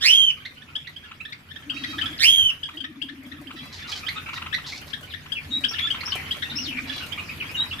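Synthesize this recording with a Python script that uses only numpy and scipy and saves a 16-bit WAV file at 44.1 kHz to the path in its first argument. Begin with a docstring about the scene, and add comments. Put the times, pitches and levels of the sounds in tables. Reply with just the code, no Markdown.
"""A loud rising whistle rings out at once, over a faint low hum, in a small wire aviary full of finches.
Many short chips follow, with low voice ticks, wing flutters, nasal calls, whistles and raspy scolding.
The voices are stacks of overtones, coloured by a beak and shaken to sound rough.
Wing beats are soft low tones; feet, feathers and the farther flock are shaped noise.
Near walls answer every call."""
import sys
import numpy as np
from scipy import signal
from scipy.fft import rfft, irfft, next_fast_len
from scipy.io import wavfile
from scipy.ndimage import uniform_filter1d, map_coordinates

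SR = 44100
rng = np.random.default_rng(int(sys.argv[2]) if len(sys.argv) > 2 else 0)


def persist_wave(psi):
    """Save psi, clipped to +-1, as 16-bit WAV."""
    counts = np.round(np.clip(psi, -1, 1) * 32767).astype(np.int16)
    wavfile.write(sys.argv[1], SR, np.atleast_2d(counts).T)


N = 343980  # length of the scene in samples
TOP_HZ = 15500  # nothing sounds above this


def amp(db):
    """Decibels to gain."""
    return 10 ** (np.asarray(db) / 20)


def unit(x):
    """Scale x to an rms (average strength) of 1."""
    return x / np.sqrt(np.mean(x ** 2) + 1e-20)


def along(points, hz):
    """Read a curve given as (f/Hz, value) points, joined by lines on a log frequency axis."""
    f, v = np.transpose(points)
    return np.interp(np.log(hz + 1), np.log(f + 1), v)


def wobble(rate, size):
    """A smooth random curve through `rate` random points a second."""
    knots = rng.standard_normal(4096)
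    return map_coordinates(knots, [np.arange(size) * rate / SR], mode="wrap")


def trill(rate, size):
    """A swing between -1 and 1 at a slightly unsteady rate."""
    unsteady_rate = rate * (1 + .2 * wobble(rate, size))
    return np.sin(2 * np.pi * np.cumsum(unsteady_rate) / SR)


def filtered(x, response):
    """Make each frequency of x stronger or weaker, as response(hz) says."""
    m = next_fast_len(N + 8192)
    hz = np.fft.rfftfreq(m, 1 / SR)
    return irfft(rfft(x, m) * response(hz), m)[..., :N]


def noise(spectrum, side_db):
    """Stereo noise of rms 1; side_db sets how much left and right differ."""
    mid, side = filtered(rng.standard_normal((2, N)), lambda hz: amp(along(spectrum, hz)))
    side = amp(side_db) * side
    return unit(np.array([mid + side, mid - side]))


def patchy(x, depth_db):
    """Small patches of pitch and time swell and fade independently."""
    z = signal.stft(x, nperseg=256)[2]
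    field = rng.standard_normal(z.shape[1:])
    field = uniform_filter1d(field, size=4, axis=0)
    field = uniform_filter1d(field, size=14, axis=1)
    patched = signal.istft(z * amp(depth_db * unit(field)), nperseg=256)[1]
    return unit(patched[:, :N])


def add(out, s, x, pan_db, lag_s=0):
    """Place a sound at s seconds; pan_db is left over right level, lag_s delays the right side."""
    gains = unit(amp([pan_db / 2, -pan_db / 2]))
    for channel, gain, delay in zip(out, gains, (0, lag_s)):
        start = max(int((s + delay) * SR), 0)
        part = channel[start:start + len(x)]
        part += gain * x[:len(part)]


def syrinx(pitch, rough, beak, jitter, flutter_db, jitter_hz, count):
    """Bird voice box: overtones shaped by throat and beak, near rms 1; roughness shakes pitch and strength."""
    size = len(pitch)
    shaken_pitch = pitch * (1 + jitter * rough * wobble(jitter_hz, size))
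    phase = 2 * np.pi * np.cumsum(shaken_pitch) / SR
    k = np.arange(1, count + 1)[:, None]
    gains = amp(along(beak, k * pitch)) * (k * pitch < TOP_HZ)
    strength = np.sqrt((gains ** 2).sum(0) / 2 + 1e-12)
    tone = (gains * np.sin(k * phase)).sum(0) / strength
    return tone * unit(amp(flutter_db * rough * wobble(jitter_hz, size)))


# how loud the whole background is over time: (t/s, level/dB)
BACKGROUND_LEVEL = [(0, -49.5), (1.4, -53.5), (2.05, -41), (2.9, -55), (4.1, -42.5), (5.25, -46.5),
                    (6.1, -40.5), (7.8, -40)]
REFERENCE_DB = -50  # the background level at which the swell is 0 dB


def swell(s):
    """How many dB the background is above its reference level at s seconds."""
    return np.interp(s, *np.transpose(BACKGROUND_LEVEL)) - REFERENCE_DB


# tone colour of the hum: (f/Hz, level/dB)
HUM_COLOUR = [(25, -13), (90, 2), (180, -3.5), (260, -0.5), (350, -9.5), (900, -21.5), (2000, -52)]
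# wavering tones in the hum, relative to its noise: (f/Hz, level/dB)
DRONE_TONES = [(87, -3.5), (146, -6)]
# tone colour of the farther flock: (f/Hz, level/dB)
FLOCK_COLOUR = [(500, -11.5), (1150, -3), (2400, 3.5), (3500, -6.5), (5000, -10), (8000, -19.5),
                (15000, -23.5)]
# tone colour of rustling feathers: (f/Hz, level/dB)
RUSTLE_COLOUR = [(400, -15), (7000, -8), (12500, 12), (15500, -63)]
HUM_DB, FLOCK_DB, RUSTLE_DB = -52.5, -50.5, -67.5  # levels at 0 dB swell
HUM_GROWS, RUSTLE_GROWS = 0.79, 0.96  # dB for each dB of swell


def background():
    """Low hum with wavering tones, blur of the farther flock and rustling feathers rise and fall together."""
    t = np.arange(N) / SR
    swell_db = swell(t)
    drone = np.zeros(N)
    for hz, db in DRONE_TONES:
        level = amp(db + 5.5 * wobble(30, N))
        drone += level * np.sin(2 * np.pi * hz * t + 0.84 * wobble(15, N))
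    hum = amp(HUM_DB + HUM_GROWS * swell_db) * (noise(HUM_COLOUR, side_db=-11.0) + drone)
    flock = amp(FLOCK_DB + swell_db) * patchy(noise(FLOCK_COLOUR, side_db=-1), depth_db=4)
    rustle_db = RUSTLE_DB + RUSTLE_GROWS * swell_db
    rustle_db = rustle_db + 3.3 * wobble(26, N) + 1.6 * wobble(120, N)
    return hum + flock + amp(rustle_db) * noise(RUSTLE_COLOUR, side_db=2.0)


LOUD_LOW_HZ, LOUD_TOP_HZ = 1466, 3292  # the upward slide
SLIDE_BEND = .36  # softness of the slide, as a share of the time to mid-slide
CREST_S, SAG_HZ_PER_S = .145, 1750  # after the crest the pitch sinks steadily
TREMOR, TREMOR_PER_S = .024, 110  # trill that calms towards the end: share of the pitch, swings a second
HOOK_S, HOOK_HZ = .005, 700  # at the very end the pitch drops and the voice breaks up again
LOUD_RISE_DB, LOUD_FADE_DB_PER_S = 9, 24.5  # rise from the start to the peak, then fade
LOUD_PEAK_AT = 1.48  # when the level peaks, in mid-slide times
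HOARSE, CLEAR = 0.678, 0.11  # roughness 0-1 at the foot and at the top of the slide
SECOND_TOP_HZ, SECOND_DB = 5440, -9.5  # second voice: pitch ceiling, level against the first at mid-slide
MELLOW_HZ = 5200  # towards the end the overtones above this die away
ONSET_S = 0.041  # soft start
# loud calls: (t/s, length/s, time to mid-slide/s, level/dB before a shared trim, extra treble/dB)
LOUD_CALLS = [(0.005, .308, .066, -10, 1), (2.185, .325, .054, -10.5, 5)]
# tone colour of the beak in loud calls: (f/Hz, level/dB)
LOUD_CALL_BEAK = [(1400, -5), (2200, -1.5), (3100, 8.5), (4300, 1), (5300, -4), (6000, -12), (9600, -23),
                  (13000, -27.5), (16000, -44)]


def loud_calls():
    """Two hoarse voices slide up together; the lower clears into a trilling whistle and hooks downward."""
    out = np.zeros((2, N))
    for s, length, slide_s, peak_db, treble_db in LOUD_CALLS:
        t = np.arange(int(length * SR)) / SR
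        risen = 1 / (1 + np.exp((1 - t / slide_s) / SLIDE_BEND))  # 0 at the foot, 1 at the top
        hz = LOUD_LOW_HZ + (LOUD_TOP_HZ - LOUD_LOW_HZ) * risen
        hz = hz - SAG_HZ_PER_S * np.maximum(t - CREST_S, 0)
        hz = hz * (1 + TREMOR * (1 - (t / length) ** 2) * trill(TREMOR_PER_S, len(t)))
        hook = np.exp((t - length) / HOOK_S)
        peak_s = LOUD_PEAK_AT * slide_s
        below_db = LOUD_RISE_DB * (1 - t / peak_s)
        fade_db = LOUD_FADE_DB_PER_S * (t - peak_s)
        db = peak_db - np.maximum(below_db, fade_db)
        rough = HOARSE + (CLEAR - HOARSE) * risen ** 2 * (1 - hook)
        beak = [(f, level + treble_db * (f > 7000)) for f, level in LOUD_CALL_BEAK]
        first = syrinx(hz - HOOK_HZ * hook, rough, beak, jitter=.105, flutter_db=6, jitter_hz=950, count=7)
        # the second voice starts an octave up and gives out as the first one clears
        second_hz = np.minimum(2 * hz, SECOND_TOP_HZ)
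        second = syrinx(second_hz, rough, beak, jitter=.06, flutter_db=8, jitter_hz=700, count=1)
        second_share = 4 * risen * (1 - risen)
        call = first + second_share * second * amp(SECOND_DB)
        mellow = signal.sosfiltfilt(signal.butter(2, MELLOW_HZ, fs=SR, output='sos'), call)
        call = call + (mellow - call) * (t / length) ** 3
        gate = np.minimum(t / ONSET_S, 1) * (1 - hook)
        add(out, s, call * amp(db - 2.0) * gate, pan_db=-5.5, lag_s=.0001)
    return out


def chip(top_hz, beak, rise, bend_s, attack_s, decay_s, rough=0.37):
    """One chip: the pitch flicks up and levels off as the level peaks; no two are equally long."""
    t = np.arange(-SR // 50, SR // 25) / SR
    t = t * np.exp(0.1 * rng.normal())  # random stretch of all the times below
    flick = 1 / (1 + np.exp(np.clip((t + 0.00409) / bend_s, -30, 30)))
    pitch = top_hz * (1.03 - rise * flick)
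    envelope = np.exp(-np.abs(t / np.where(t < 0, attack_s, decay_s)) ** 4.3)
    return envelope * syrinx(pitch, rough, beak, jitter=.11, flutter_db=4.5, jitter_hz=1200, count=6)


# overtone colour of a chip: (multiple of the top pitch, level/dB)
CHIP_COLOUR = [(1.6, 13.5), (2.1, -2), (3, -18.5), (4, -32.5)]


def chip_beak(top_hz, fundamental_db):
    """Colour of a chip: the octave region leads, and the fundamental is muted more or less."""
    return [(0.9 * top_hz, fundamental_db)] + [(k * top_hz, db) for k, db in CHIP_COLOUR]


# tone colour of a voice tick: (f/Hz, level/dB)
TICK_BEAK = [(700, 23), (1200, 14.5), (3000, 18), (5000, -7), (12000, -14)]


def tut():
    """A tick of the voice: a steep slide from low down that stops short."""
    return chip(1600, TICK_BEAK, rise=.55, bend_s=0.00352, attack_s=0.0093, decay_s=0.002)


FAR_DB = -50.5  # faintest far chips at 0 dB swell


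def far_birds():
    """Faint chips and ticks from the back of the cage, rising and falling with the background."""
    out = np.zeros((2, N))
    for when, pitch, size, side, kind in rng.random((170, 5)):
        s, hz = when * N / SR, 1150 + 750 * pitch
        if kind < 2 / 3:
            beak = chip_beak(hz, fundamental_db=-12 * side)
            call = chip(hz, beak, rise=0.2, bend_s=0.0041, attack_s=0.0025, decay_s=0.011)
        else:
            call = .5 * tut()
        db = FAR_DB + swell(s) + 8 * size
        add(out, s, amp(db) * call, 10 * (side - .6), lag_s=0.00046 * rng.random())
    return out


SHUFFLE_DB = -74.5  # softest shuffle at 0 dB swell, on the same scale as the taps
# feet on perch and mesh: (t/s, level/dB before a shared boost and tone colour)
FOOT_TAPS = [(3.264, -62), (5.009, -57), (6.153, -45), (7.062, -51.5)]


def feet():
    """Claws tick as dry bursts of noise; lighter shuffles rise and fall with the background."""
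    out = np.zeros((2, N))
    t = np.arange(SR // 20) / SR
    steps = list(FOOT_TAPS)
    for when, size in rng.random((70, 2)):
        s = when * N / SR
        steps.append((s, SHUFFLE_DB + swell(s) + 16 * size))
    for s, db in steps:
        fade = amp(db + 9.5 - 60 * t / 0.057)  # falls 60 dB in 57 ms
        tick = fade * np.minimum(t / .002, 1) * rng.standard_normal(len(t))
        add(out, s, tick, rng.normal(0, 16.0))
    colour = [(100, 5.0), (650, 18.0), (3000, 2.0), (14000, 2)]  # (f/Hz, level/dB)
    return filtered(out, lambda hz: amp(along(colour, hz)))


CHIP_RISE, CHIP_RISE_ROUGH = .15, 0.32  # upward flick as a share of the pitch; extra per unit of roughness
CHIP_ROUGH = .22  # roughness 0-1 of a clean chip
RASP_FROM_DB, RASP_PER_DB = -31, .085  # a hard-driven fundamental breaks into a rasp
MUTE_BELOW_HZ, MUTE_DB_PER_HZ, MUTE_MOST_DB = 1773, 0.18, -26  # the beak mutes low fundamentals
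# short contact chips: (t/s, top f/Hz, level/dB before a shared trim, left over right/dB)
CONTACT_CHIPS = [(.457, 2060, -26, -4), (.624, 1760, -37.5, -9), (0.76, 1683, -19.5, 3),
                 (.876, 1997, -30.5, -9), (0.968, 1597, -29.5, -10), (1.21, 1304, -28, -10),
                 (1.257, 1760, -28.5, -9), (1.328, 2054, -27.5, 4.5), (1.517, 1752, -31, 17),
                 (1.565, 1763, -29, -18), (1.703, 1558, -19, 5.5), (1.771, 1316, -26, -12),
                 (1.843, 1906, -21, 9), (1.988, 1764, -20.5, 0), (2.02, 1534, -15.5, 13),
                 (2.062, 1670, -20, -10), (2.637, 1635, -20.5, 5), (2.659, 1650, -25.5, -19),
                 (2.777, 1585, -27.5, 0.5), (2.809, 1572, -23.5, 19), (2.846, 1830, -25, 5),
                 (3.023, 1602, -19.5, 12), (3.093, 1780, -29.5, 35), (3.322, 1824, -30.5, 29),
                 (3.475, 1570, -32.5, -14), (3.93, 1620, -22.5, -16), (4.071, 1610, -21.5, -14),
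                 (4.088, 2026, -19.5, -5), (4.532, 1790, -21, 20), (4.546, 1960, -16, -9),
                 (4.731, 1113, -28.5, -1), (4.938, 1730, -20.5, 31), (5.142, 1864, -24.5, 23),
                 (5.325, 1632, -16.5, 16), (5.645, 1691, -12, 9), (5.742, 1763, -26.5, -22),
                 (5.791, 1730, -19.5, 11), (5.875, 1716, -21, -16), (5.91, 1580, -14.5, 6),
                 (6.012, 2153, -25, -12), (6.126, 1528, -17, 7), (6.315, 1610, -15.5, 2),
                 (6.429, 1860, -18.5, 16), (6.589, 1437, -23, -16), (6.789, 1180, -21.5, -10),
                 (6.901, 1720, -23.5, -14), (7.128, 1617, -22.5, -18), (7.198, 1260, -25.5, -8),
                 (7.297, 1254, -26.5, 0), (7.734, 1644, -26.5, -19)]


def chips():
    """Near birds chip from all along the perch; louder fundamentals sound raspier."""
    out = np.zeros((2, N))
    for s, hz, db, pan_db in CONTACT_CHIPS:
        fundamental_db = np.clip(MUTE_DB_PER_HZ * (hz - MUTE_BELOW_HZ), MUTE_MOST_DB, 2)
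        drive_db = db + fundamental_db - RASP_FROM_DB
        rough = np.clip(CHIP_ROUGH + RASP_PER_DB * drive_db, CHIP_ROUGH, .55)
        rise = (CHIP_RISE + CHIP_RISE_ROUGH * rough) * rng.uniform(0.54, 1.2)
        call = chip(hz, chip_beak(hz, fundamental_db), rise, bend_s=0.00253,
                    attack_s=0.0059, decay_s=0.0062 * (1 + rough), rough=rough)
        # a chip peaks 1/50 s in, so it starts that much early
        add(out, s - 1 / 50, amp(db - 5.0) * call, pan_db, lag_s=0.00036 * (pan_db > 0))
    return out


TICK_GAP_S = .0432  # time between ticks in a run
# quick upward voice ticks, alone or in runs: (t/s, number of ticks, level/dB)
TICK_RUNS = [(1.121, 1, -37), (2.697, 1, -35), (3.515, 1, -36), (4.298, 5, -31.5), (4.59, 1, -34),
             (5.267, 1, -39), (5.953, 1, -31), (6.04, 2, -32)]


def tuts():
    """Steep, low ticks of the voice, singly or in a quick run."""
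    out = np.zeros((2, N))
    for first, count, db in TICK_RUNS:
        for s in first + TICK_GAP_S * np.arange(count):
            add(out, s - 1 / 50, amp(db) * tut(), pan_db=2.0, lag_s=0.0001)
    return out


BEATS_PER_S = 14
BOUT_TAPER_DB = 4.5  # beats weaken by up to this towards both ends of a bout
# bouts of wing beats: (t/s, length/s, level/dB)
WING_BOUTS = [(1.688, .43, -34.5), (2.768, .9, -36.5), (5.51, .18, -35), (6.554, .39, -33)]


def wings():
    """Each wing beat is a soft, low whirr; a bird passing close pushes a puff of air."""
    out = np.zeros((2, N))
    t = np.arange(-SR // 20, SR // 20) / SR
    for first, length, db in WING_BOUTS:
        beats = np.arange(first, first + length, 1 / BEATS_PER_S)
        places = np.linspace(-1, 1, len(beats) + 2)[1:-1]  # 0 is the middle of the bout
        for s, place in zip(beats, places):
            pitch = 272 * (1 + 0.1 * wobble(96.0, len(t)))
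            whirr = np.sin(2 * np.pi * np.cumsum(pitch) / SR) * np.exp(-(t / 0.025) ** 2)
            add(out, s - 1 / 20, amp(db - BOUT_TAPER_DB * place ** 2) * whirr, pan_db=3.0)
    puff = np.exp(-((np.arange(N) / SR - 2.45) / 0.038) ** 2)
    air = noise([(50, -5.0), (600, -23), (2000, -34)], side_db=-4)
    return out + amp(-41.5) * puff * air


NASAL_WAVER = .006  # pitch waver as a share, before roughness widens it
NASAL_BOW = .025  # the pitch bows upward by this share in the middle
# nasal calls: (t/s, length/s, middle f/Hz, starting level/dB, roughness 0-1)
NASAL_CALLS = [(1.711, 0.32, 640.5, -39, 0.19), (3.533, 0.24, 670.6, -44.5, 0.09),
               (6.852, 0.199, 564.7, -35, .55)]
# tone colour of the beak in nasal calls: (f/Hz, level/dB)
NASAL_COLOUR = [(600, -7), (1400, 2.5), (4000, 14), (5500, 3), (7500, -14.5), (12000, -14)]


def nasal_calls():
    """Low-pitched stacks of many harmonics that bow, waver and fade."""
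    out = np.zeros((2, N))
    for s, length, hz, db, rough in NASAL_CALLS:
        u = np.linspace(0, 1, int(length * SR))  # share of the call gone by
        bow = NASAL_BOW * (2 * u - 1) ** 2
        waver = NASAL_WAVER * (1 + 4 * rough) * wobble(45, len(u))
        pitch = hz * (1 - bow + waver)
        call = syrinx(pitch, rough, NASAL_COLOUR, jitter=.04, flutter_db=8, jitter_hz=400, count=18)
        level = amp(db - 12.0 * u) * amp(3 * wobble(60, len(u)))
        add(out, s, level * call * signal.windows.tukey(len(u), .5), pan_db=-5)
    return out


def whistle(pitch, rough, taper):
    """A nearly pure note; the beak follows the pitch and mutes the overtone."""
    size = len(pitch)
    shaken_pitch = pitch * (1 + 0.127 * rough * wobble(800, size))
    phase = 2 * np.pi * np.cumsum(shaken_pitch) / SR
    tone = np.sin(phase) + amp(-28.5) * np.sin(2 * phase)
    shaken = unit(tone * amp(7.9 * rough * wobble(402.7, size)))
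    return shaken * signal.windows.tukey(size, taper)


# whistles: (t/s, length/s, start f/Hz, end f/Hz, level/dB before a shared trim, roughness 0-1)
WHISTLE_NOTES = [(2.176, .021, 5300, 3300, -33, .5), (5.097, .04, 4300, 2390, -38, 0.4),
                 (5.347, .052, 3100, 2146, -27.5, .25), (5.504, 0.088, 3700, 3913, -24.5, 0.1),
                 (5.793, 0.094, 3290, 3650, -25.5, 0.12), (7.397, 0.037, 3150, 2000, -26.5, 0.36),
                 (7.543, 0.0256, 3040, 2750, -25.5, 0.16), (7.563, 0.079, 3724, 3917, -22.5, 0.07),
                 (7.707, 0.024, 3020, 2570, -27.5, .3)]
# high arched calls that collapse into a rasp: (t/s, length/s, level/dB before shape and trim)
ARCHED_CALLS = [(5.682, .13, -28), (6.052, .16, -29), (6.551, .25, -28.5)]
# shape of an arched call: (share of the length, f/Hz, level/dB, roughness about 0-1)
ARCH_SHAPE = [(0, 5063, 13, 0.14), (.15, 5750, -0.5, .14), (.32, 5320, -3, 0.29), (.5, 3100, 0.5, .55),
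              (1, 1956, -4, 1.02)]


def whistles():
    """Nearly pure notes: some glide up or down, and high arched calls roughen as they fall."""
    out = np.zeros((2, N))
    for s, length, start, end, db, rough in WHISTLE_NOTES:
        pitch = np.linspace(start, end, int(length * SR))
        add(out, s, amp(db - 4.0) * whistle(pitch, rough, taper=0.52), pan_db=1.0, lag_s=0.00029)
    share, *columns = np.transpose(ARCH_SHAPE)
    for s, length, db in ARCHED_CALLS:
        u = np.linspace(0, 1, int(length * SR))
        hz, shape_db, rough = (np.interp(u, share, column) for column in columns)
        add(out, s, amp(db + shape_db - 6) * whistle(hz, rough, taper=0.15), pan_db=18.0)
    return out


RASP_START_HZ, RASP_END_HZ, RASP_FADE_DB = 1074, 637, 8  # a rasp falls in pitch and fades
RASP_GRAINS_PER_S, RASP_GRAIN_DB = 130, 3  # speed and depth of the graininess
# scolding rasps: (t/s, length/s, starting level/dB)
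SCOLDS = [(3.72, 0.12, -41), (3.868, .14, -35), (4.329, 0.061, -41), (4.661, 0.081, -34),
          (4.743, 0.052, -38), (4.874, 0.048, -44.5)]
# tone colour of the beak in a rasp: (f/Hz, level/dB)
RASP_COLOUR = [(700, -5.5), (3000, -2.5), (4100, 10), (5700, 1), (9000, -19), (14000, -25)]


def rasps():
    """Squabbling birds scold: a harsh, grainy stack that starts abruptly and falls."""
    out = np.zeros((2, N))
    for s, length, db in SCOLDS:
        u = np.linspace(0, 1, int(length * SR))
        pitch = RASP_START_HZ * (RASP_END_HZ / RASP_START_HZ) ** u
        call = syrinx(pitch, 1, RASP_COLOUR, jitter=.065, flutter_db=3, jitter_hz=800, count=18)
        grains = unit(amp(RASP_GRAIN_DB * wobble(RASP_GRAINS_PER_S, len(u))))
        level = amp(db - RASP_FADE_DB * u) * signal.windows.tukey(len(u), .2)
        add(out, s, level * call * grains, pan_db=-1)
    return out


# how long the walls ring: (f/Hz, time to fall by 60 dB/s)
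WALL_RING = [(200, 0.95), (1500, 0.31), (3500, 0.27), (12000, 0.49)]


def aviary(x, early_db, tail_db):
    """A few close reflections from walls and roof, then a diffuse tail of fading noise."""
    hz, t, z = signal.stft(rng.standard_normal((2, SR // 2)), SR, nperseg=256)
    fade = amp(-60 * t / along(WALL_RING, hz)[:, None])
    tail = signal.istft(z * fade, SR, nperseg=256)[1]
    tail = np.pad(tail / np.linalg.norm(tail[0]), ((0, 0), (SR // 250, 0)))
    early = np.zeros_like(tail)
    for channel in early:
        places = rng.integers(SR // 400, SR // 45, size=8)
        channel[places] = rng.choice([-1, 1], size=8) / np.sqrt(8)
    source = x.sum(0)[None] / np.sqrt(2)
    echo = amp(early_db) * early + amp(tail_db) * tail
    return x + signal.fftconvolve(source, echo, axes=1)[:, :N]


def scene():
    """Near and farther birds in the aviary; the walls are heard most on the far birds."""
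    loud = aviary(loud_calls(), early_db=-6, tail_db=-8)
    far = aviary(far_birds(), early_db=0, tail_db=0)
    short = aviary(chips() + tuts() + feet() + rasps(), early_db=-8.0, tail_db=-7.0)
    held = aviary(whistles() + nasal_calls(), early_db=-2.5, tail_db=-6.0)
    return background() + loud + far + short + held + wings()


def record(dry):
    """Nothing is kept above the band limit."""
    return filtered(dry, lambda hz: hz < TOP_HZ)


dry = scene()
out = record(dry)
persist_wave(out)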